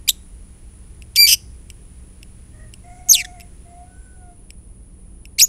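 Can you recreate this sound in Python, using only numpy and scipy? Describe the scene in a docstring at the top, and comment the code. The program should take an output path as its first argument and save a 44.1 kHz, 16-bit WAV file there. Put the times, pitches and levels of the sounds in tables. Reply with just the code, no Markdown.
"""A caged lovebird, close to the microphone in a garden, gives four shrill calls with soft ticks between.
Each call is a quick run of notes, some clean whistles, some fast rasping warbles: the syrinx buzzes,
throat and beak colour the buzz, and every note glides, arches and swells with the push of air.
Far off a rooster crows, over a low outdoor rumble, two faint hums, soft hiss and a steady high whine."""
import sys
import numpy as np
from scipy import signal
from scipy.fft import rfft, irfft, next_fast_len
from scipy.io import wavfile

SR = 44100
rng = np.random.default_rng(int(sys.argv[2]) if len(sys.argv) > 2 else 0)


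def master_out(mix):
    """Clip the mix to full scale and print it as 16-bit PCM to the path in sys.argv[1]."""
    frames = np.transpose(np.atleast_2d(mix))
    ceiling = np.clip(frames, -1, 1)
    pcm = np.round(ceiling * 32767).astype(np.int16)
    wavfile.write(sys.argv[1], SR, pcm)


N = 241668
TIME = np.arange(N) / SR
BAND_LIMIT_HZ = 15700


def amp(db):
    """Decibels to gain."""
    return np.exp(np.asarray(db) * np.log(10) / 20)


def unit_rms(x):
    """Scales to rms 1."""
    return x / np.sqrt(np.mean(x ** 2) + 1e-20)


def curve_at(points, hz):
    """Reads a curve on a log-frequency axis."""
    freqs, values = np.transpose(points)
    return np.interp(np.log(abs(hz) + 1), np.log(freqs + 1), values)


def add(mix, start_s, sound):
    """Mixes a sound in at its start time."""
    part = mix[round(start_s * SR):][:len(sound)]
    part += sound[:len(part)]


def noise(shape_db, n=N):
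    """Noise of rms about 1 whose spectrum is a function of frequency."""
    size = next_fast_len(max(n, 4096))
    gains = amp(shape_db(np.fft.rfftfreq(size, 1 / SR)))
    return unit_rms(irfft(rfft(rng.standard_normal(size)) * gains, size))[:n]


def wander(rate_hz, n=N):
    """Random drift up to a given rate."""
    return noise(lambda f: -10 * np.log10(1 + (f / rate_hz) ** 4), n)


def hum(pitch_hz):
    """A slightly wavering tone of rms 1."""
    wavering_hz = pitch_hz * (1 + 0.01191 * wander(15))
    return unit_rms(np.sin(2 * np.pi * np.cumsum(wavering_hz) / SR))


# Low rumble of the open air: freq_hz, gain_db
RUMBLE_SPECTRUM = [(15, -6.5), (25, 2), (60, 4), (100, -8), (160, -14), (230, -16.5), (400, -21.5),
                   (600, -31), (1200, -39), (2600, -67)]
# The lower hum, swelling and fading in the background: time_s, level_db
DRONE_LEVELS = [(0, -73), (1.2, -48), (2.0, -58), (2.7, -48.5), (3.6, -59.5)]
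# Soft hiss around the microphone: freq_hz, gain_db
HISS_SPECTRUM = [(300, 1), (900, 0), (2500, 1.5), (4000, -4), (6000, -3.5), (8200, 0), (10500, -5.5),
                 (11800, -16), (15300, -10)]
# The hiss holds, then sinks: time_s, level_db
HISS_LEVELS = [(3.6, -60.5), (4.6, -67)]
# A narrow high whine behind the birds: freq_hz, gain_db
WHINE_SPECTRUM = [(8000, -45), (8800, -18.5), (9400, -6), (9900, 2.5), (10400, -8), (10900, -33),
                  (11500, -60)]

def outdoors(rumble_db=-41, hum_db=-57, whine_db=-56):
    """The garden's background: three bands of noise and two faint low tones."""
    rumble = amp(rumble_db) * noise(lambda f: curve_at(RUMBLE_SPECTRUM, f))
    steady_hum = amp(hum_db) * hum(pitch_hz=181)
    drone = amp(np.interp(TIME, *np.transpose(DRONE_LEVELS))) * hum(pitch_hz=110.7)
    hiss_db = np.interp(TIME, *np.transpose(HISS_LEVELS))
    hiss = amp(hiss_db) * noise(lambda f: curve_at(HISS_SPECTRUM, f))
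    whine = amp(whine_db + .5 * wander(4)) * noise(lambda f: curve_at(WHINE_SPECTRUM, f))
    return rumble + steady_hum + drone + hiss + whine


# How long the garden takes to die away by 60 dB: freq_hz, decay_s
GARDEN_DECAY = [(500, 0.62), (3500, 0.33), (7000, 0.53), (14000, 0.15)]

def garden_scatter(sound):
    """Scatter from wall and plants, each band dying at its own speed."""
    hz, t, bands = signal.stft(rng.standard_normal(SR), SR, nperseg=256)
    decay = amp(-60 * t / curve_at(GARDEN_DECAY, hz)[:, None])
    tail = signal.istft(bands * decay, SR, nperseg=256)[1]
    tail *= 1 + 3 * np.exp(-np.arange(len(tail)) / SR / 0.023)  # near things answer first
    return signal.fftconvolve(sound, tail / np.linalg.norm(tail))[:N]


def gesture(length_s, first_hz, last_hz, bend, level_db, rise_db, swell_db, attack_s, release_s):
    """Pitch, level and gate of one sung note: a glide, on which pitch and level arch with the breath."""
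    t = np.arange(round(length_s * SR)) / SR
    progress = t / length_s
    arch = 1 - (2 * progress - 1) ** 2
    hz = first_hz * (last_hz / first_hz) ** progress * (1 + bend * arch)
    contour_db = level_db + rise_db * (progress - .5) + swell_db * (arch - 1)
    ramp = np.minimum(t / (attack_s + 1 / SR), (length_s - t) / (release_s + 1 / SR))
    gate = np.sin(np.pi / 2 * np.clip(ramp, 0, 1)) ** 2
    return hz, contour_db, gate


# The rooster's throat, heard from far off: freq_hz, gain_db
ROOSTER_THROAT = [(700, 1), (1050, -2), (1450, -11), (1850, 10), (2150, 1.5), (2900, -45.5), (4400, -30),
                  (5700, -17.5), (6500, -16.5), (7700, -12)]
# Narrow dips and peaks in its colour: centre_hz, width_hz, gain_db
ROOSTER_COLOUR = [(751.3, 27.85, -17), (1490, 80, 3.5), (2250, 128, -12), (7564, 230, 12)]
# One crow, far from the microphone: start_s, length_s, first_hz, last_hz, bend_share,
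# level_db, rise_db, second_harmonic_db, higher_overtones_db, hoarseness_share
ROOSTER_SYLLABLES = [(2.519, .21, 606.5, 606, 0.029, -63, -4, 0.5, -5.5, .9),
                     (2.828, 0.24, 699, 714, 0.021, -51, 3, -7, -4.5, 0.86),
                     (3.046, .42, 718.3, 682.7, 0.027, -51, -7.5, -8, -3.5, 0.85),
                     (3.641, .25, 679.7, 726.6, 0.0027, -52, 5.5, -18.5, -15, 0.57),
                     (3.855, .50, 732, 683, .062, -52.5, -4, -3.5, -17.5, 0.3)]

def rooster():
    """A distant crow; a hoarse shake smears its overtones, which fade in and out on the way over."""
    crow, order = np.zeros(N), np.arange(1, 12)[:, None]
    for start_s, *shape, second_db, overtones_db, hoarse in ROOSTER_SYLLABLES:
        hz, level_db, gate = gesture(*shape, swell_db=2, attack_s=0.023, release_s=0.068)
        n, harmonic_hz = len(hz), order * hz
        shake = hoarse * (.03 * wander(160, n) + .004 * wander(25, n))
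        phase = 2 * np.pi * np.cumsum(hz * (1 + shake)) / SR
        colour_db = sum(db * np.exp(-2 * ((harmonic_hz - centre) / width) ** 2)
                        for centre, width, db in ROOSTER_COLOUR)
        balance_db = second_db * (order == 2) + overtones_db * (order > 2)
        gains = amp(curve_at(ROOSTER_THROAT, harmonic_hz) + colour_db + balance_db)
        fading = amp(.9 * np.sqrt(order) * np.array([wander(22, n) for _ in order]))
        voice = (gains * fading * np.sin(order * phase)).sum(0)
        uneven = 1 + .25 * hoarse * np.sin(phase / 2)  # alternate cycles are stronger
        add(crow, start_s, gate * amp(level_db) * uneven * voice)
    return crow


# The lovebird's throat, heard close up: freq_hz, gain_db
LOVEBIRD_THROAT = [(300, -37), (1000, -34), (1300, -35), (1750, -15), (2300, -8.5), (3300, -7),
                   (4150, -6.5), (6100, -1.5), (7000, -4.5), (8000, 4.5), (10300, -2.5), (11800, 4),
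                   (13300, -1), (14400, -9), (15700, -19.5)]

def throat_db(hz):
    """The lovebird's throat passes the treble and holds back the lows."""
    return curve_at(LOVEBIRD_THROAT, hz)


def syrinx(hz, rough, tract_db, tilt_db_per_octave, jitter=.07, flutter_db=2.6, air_db=-9):
    """Harmonics and air pass the vocal tract; roughness shakes each cycle's length and strength."""
    n, order = len(hz), np.arange(1, 9)[:, None]
    phase = 2 * np.pi * np.cumsum(hz * (1 + jitter * rough * wander(1500, n))) / SR
    gains = amp(tilt_db_per_octave * np.log2(order)) * (order * hz < BAND_LIMIT_HZ)
    passed_rms = np.sqrt(((gains * amp(tract_db(order * hz))) ** 2).sum(0) / 2 + 1e-12)
    buzz = (gains * np.sin(order * phase)).sum(0) / passed_rms  # the level holds as the pitch moves
    buzz *= amp(flutter_db * rough * (wander(550, n) - 2))
    size = next_fast_len(2 * n)
    tract = amp(tract_db(np.fft.rfftfreq(size, 1 / SR)))
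    tone = irfft(rfft(buzz, size) * tract, size)[:n]
    air = noise(lambda f: tract_db(f) - 4 * np.log2(1 + f / 3000), n)
    return tone + amp(air_db) * rough ** 1.25 * air


def tick(level_db, decay_s, rough, pitch_hz=2650, rattle_s=0.0022, rattle_db=-7):
    """The syrinx snaps for a few cycles and stops; the tick rattles on briefly between the bars."""
    t = np.arange(900) / SR
    voice = syrinx(np.full(len(t), pitch_hz), rough, throat_db, tilt_db_per_octave=-9.5)
    snap = voice * t / decay_s * np.exp(1 - t / decay_s)
    bars = rng.standard_normal(len(t)) * np.exp(-t / rattle_s)
    snap += amp(rattle_db) * signal.fftconvolve(snap, bars / np.linalg.norm(bars))[:len(t)]
    low_cut = signal.butter(4, 1900, "high", fs=SR, output="sos")
    return amp(level_db) * signal.sosfilt(low_cut, snap)


# The beak, set anew for each call:
# from_s, resonance_hz, width_hz, boost_db, treble_db_per_octave, overtone_db_per_octave
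BEAK_SETTINGS = [(0, 4700, 2400, 7, 6, -7.5), (1, 4950, 1300, 15, 3, -6), (3, 4550, 1200, -3, -5, -10),
                 (5, 5000, 1700, 8, -3, -6.5)]

def note(start_s, length_s, shape, rough, warble_hz=185, warble_depth=.135, throb_db=1, full_db=-11):
    """As the voice roughens, a second, slower vibration swings its pitch and level."""
    hz, level_db, gate = gesture(length_s, *shape, swell_db=7.5, attack_s=.0011, release_s=.092 * length_s)
    n = len(hz)
    beak = [row for row in BEAK_SETTINGS if row[0] <= start_s][-1]
    _, beak_hz, width_hz, boost_db, treble_slope, overtone_slope = beak

    def tract_db(f):
        """The throat, with the beak's resonance and treble slope."""
        resonance_db = boost_db / (1 + (2 * (f - beak_hz) / width_hz) ** 2)
        return throat_db(f) + resonance_db + treble_slope * np.log2(np.maximum(f / 7000, 1))

    warble_phase = 2 * np.pi * np.cumsum(warble_hz * (1 + .25 * wander(120, n))) / SR
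    warble = np.tanh(2.5 * rough) * np.sin(warble_phase)
    quaver = .005 * wander(45, n)
    voice = syrinx(hz * (1 + warble_depth * warble + quaver), rough, tract_db, overtone_slope)
    dull = signal.sosfiltfilt(signal.butter(3, 10500, fs=SR, output="sos"), voice)
    treble_gain = amp(0.95 * np.minimum(level_db - full_db, 0))  # a soft voice loses its treble
    voice = dull + (voice - dull) * treble_gain
    tremor_db = 1.57 * wander(70, n)
    return voice * amp(level_db + throb_db * warble + tremor_db) * gate


# Soft ticks from the bird's throat between calls: start_s, level_db, decay_s, roughness
LOVEBIRD_TICKS = [(1.0221, -31.5, 0.0004, 0), (1.1545, -32, 0.00036, 0.12), (1.7016, -25.5, 0.00042, 0.19),
                  (2.2300, -30, 0.0005, 0.33), (2.7383, -26, 0.00051, 0.42), (3.3993, -31.5, 0.00028, 1.07),
                  (3.4070, -29, 0.00091, 0.7), (3.4162, -39.5, 0.00069, 0.66),
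                  (4.5049, -28.5, 0.00048, 0.31), (5.2541, -30.5, 0.00054, 0.42)]
# Close to the microphone, a chip, a squawk, a falling shriek and a rising one:
# start_s, length_s, first_hz, last_hz, bend_share, level_db, rise_db, roughness
LOVEBIRD_NOTES = [ (0.0772, 0.01, 2253, 2400, 0.05, -17.5, -6, 0.07),
                  (0.085, 0.012, 3040, 3618, 0.038, -5, 14.5, 0.92),
                  (.0940, 0.016, 3640, 3720, 0.025, -14, 0, 0.2),
                  (1.158, 0.017, 3260, 2360, -0.015, -11, -4.5, 0.58),
                  (1.1700, .0950, 2285, 2250, .052, -7.4, .5, .001),
                  (1.2640, 0.011, 2350, 2390, -0.026, -12, -5, 0.1),
                  (1.273, 0.053, 2873, 2620, 0.026, -7, -0.5, 0.73),
                  (1.3210, 0.034, 2779, 2806, -0.03, -9, -13, 0.56),
                  (3.0861, 0.0037, 6200, 6300, 0.049, -16, 5, 0.83),
                  (3.0910, 0.017, 6200, 5336, .12, -6, 7, 0.05),
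                  (3.1085, 0.017, 5620, 6090, 0.11, -3, -0.5, 0.11),
                  (3.1265, 0.049, 5183, 2314, 0.066, -11.5, -15, .28),
                  (3.163, .0640, 2763, 1900, .12, -21.5, -1, 0.37),
                  (3.2460, 0.012, 1754, 1745, 0.025, -27, -10, 0.27),
                  (5.382, 0.00826, 1940, 2780, -0.074, -16.5, 18.5, 0.26),
                  (5.389, 0.011, 2250, 3730, 0.1, -14, 5.5, 0.37),
                  (5.395, 0.0085, 3950, 3680, .15, -8, 10, 0.31),
                  (5.4021, 0.0037, 4100, 3723, 0.063, -5.5, 2.5, 0.11),
                  (5.4056, .0120, 2794, 2955, -0.15, -8, 5, 0.22),
                  (5.4133, 0.015, 5025, 6230, -0.022, -5.5, 10, 0.25),
                  (5.4283, 0.026, 6550, 6670, .02, -8, -18, 0.08)]

def lovebird():
    """Notes and ticks, with quick reflections from the cage tray and surroundings."""
    direct = np.zeros(N)
    for start_s, length_s, *shape, rough in LOVEBIRD_NOTES:
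        add(direct, start_s, note(start_s, length_s, shape, rough))
    for start_s, *snap in LOVEBIRD_TICKS:
        add(direct, start_s, tick(*snap))
    bird = direct.copy()
    for delay_s, gain_db in [(.0014, -28.5), (.0026, -14), (.0061, -28.5)]:
        add(bird, delay_s, amp(gain_db) * direct)
    return bird


def scene():
    """One microphone in the garden: the near bird almost dry, the far rooster deep in scatter."""
    bird, crow = lovebird(), rooster()
    near = bird + amp(-25) * garden_scatter(bird)
    far = crow + garden_scatter(crow)
    return (near + far + outdoors())[None]


def record(dry, ceiling=.98):
    """The loudest peaks are rounded off; then the highest treble is cut."""
    rounded = dry / (1 + (dry / ceiling) ** 14) ** (1 / 14)
    low_pass = signal.firwin(401, BAND_LIMIT_HZ, window=("kaiser", 8), fs=SR)
    return signal.oaconvolve(rounded, low_pass[None], "same")


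dry = scene()
out = record(dry)
master_out(out)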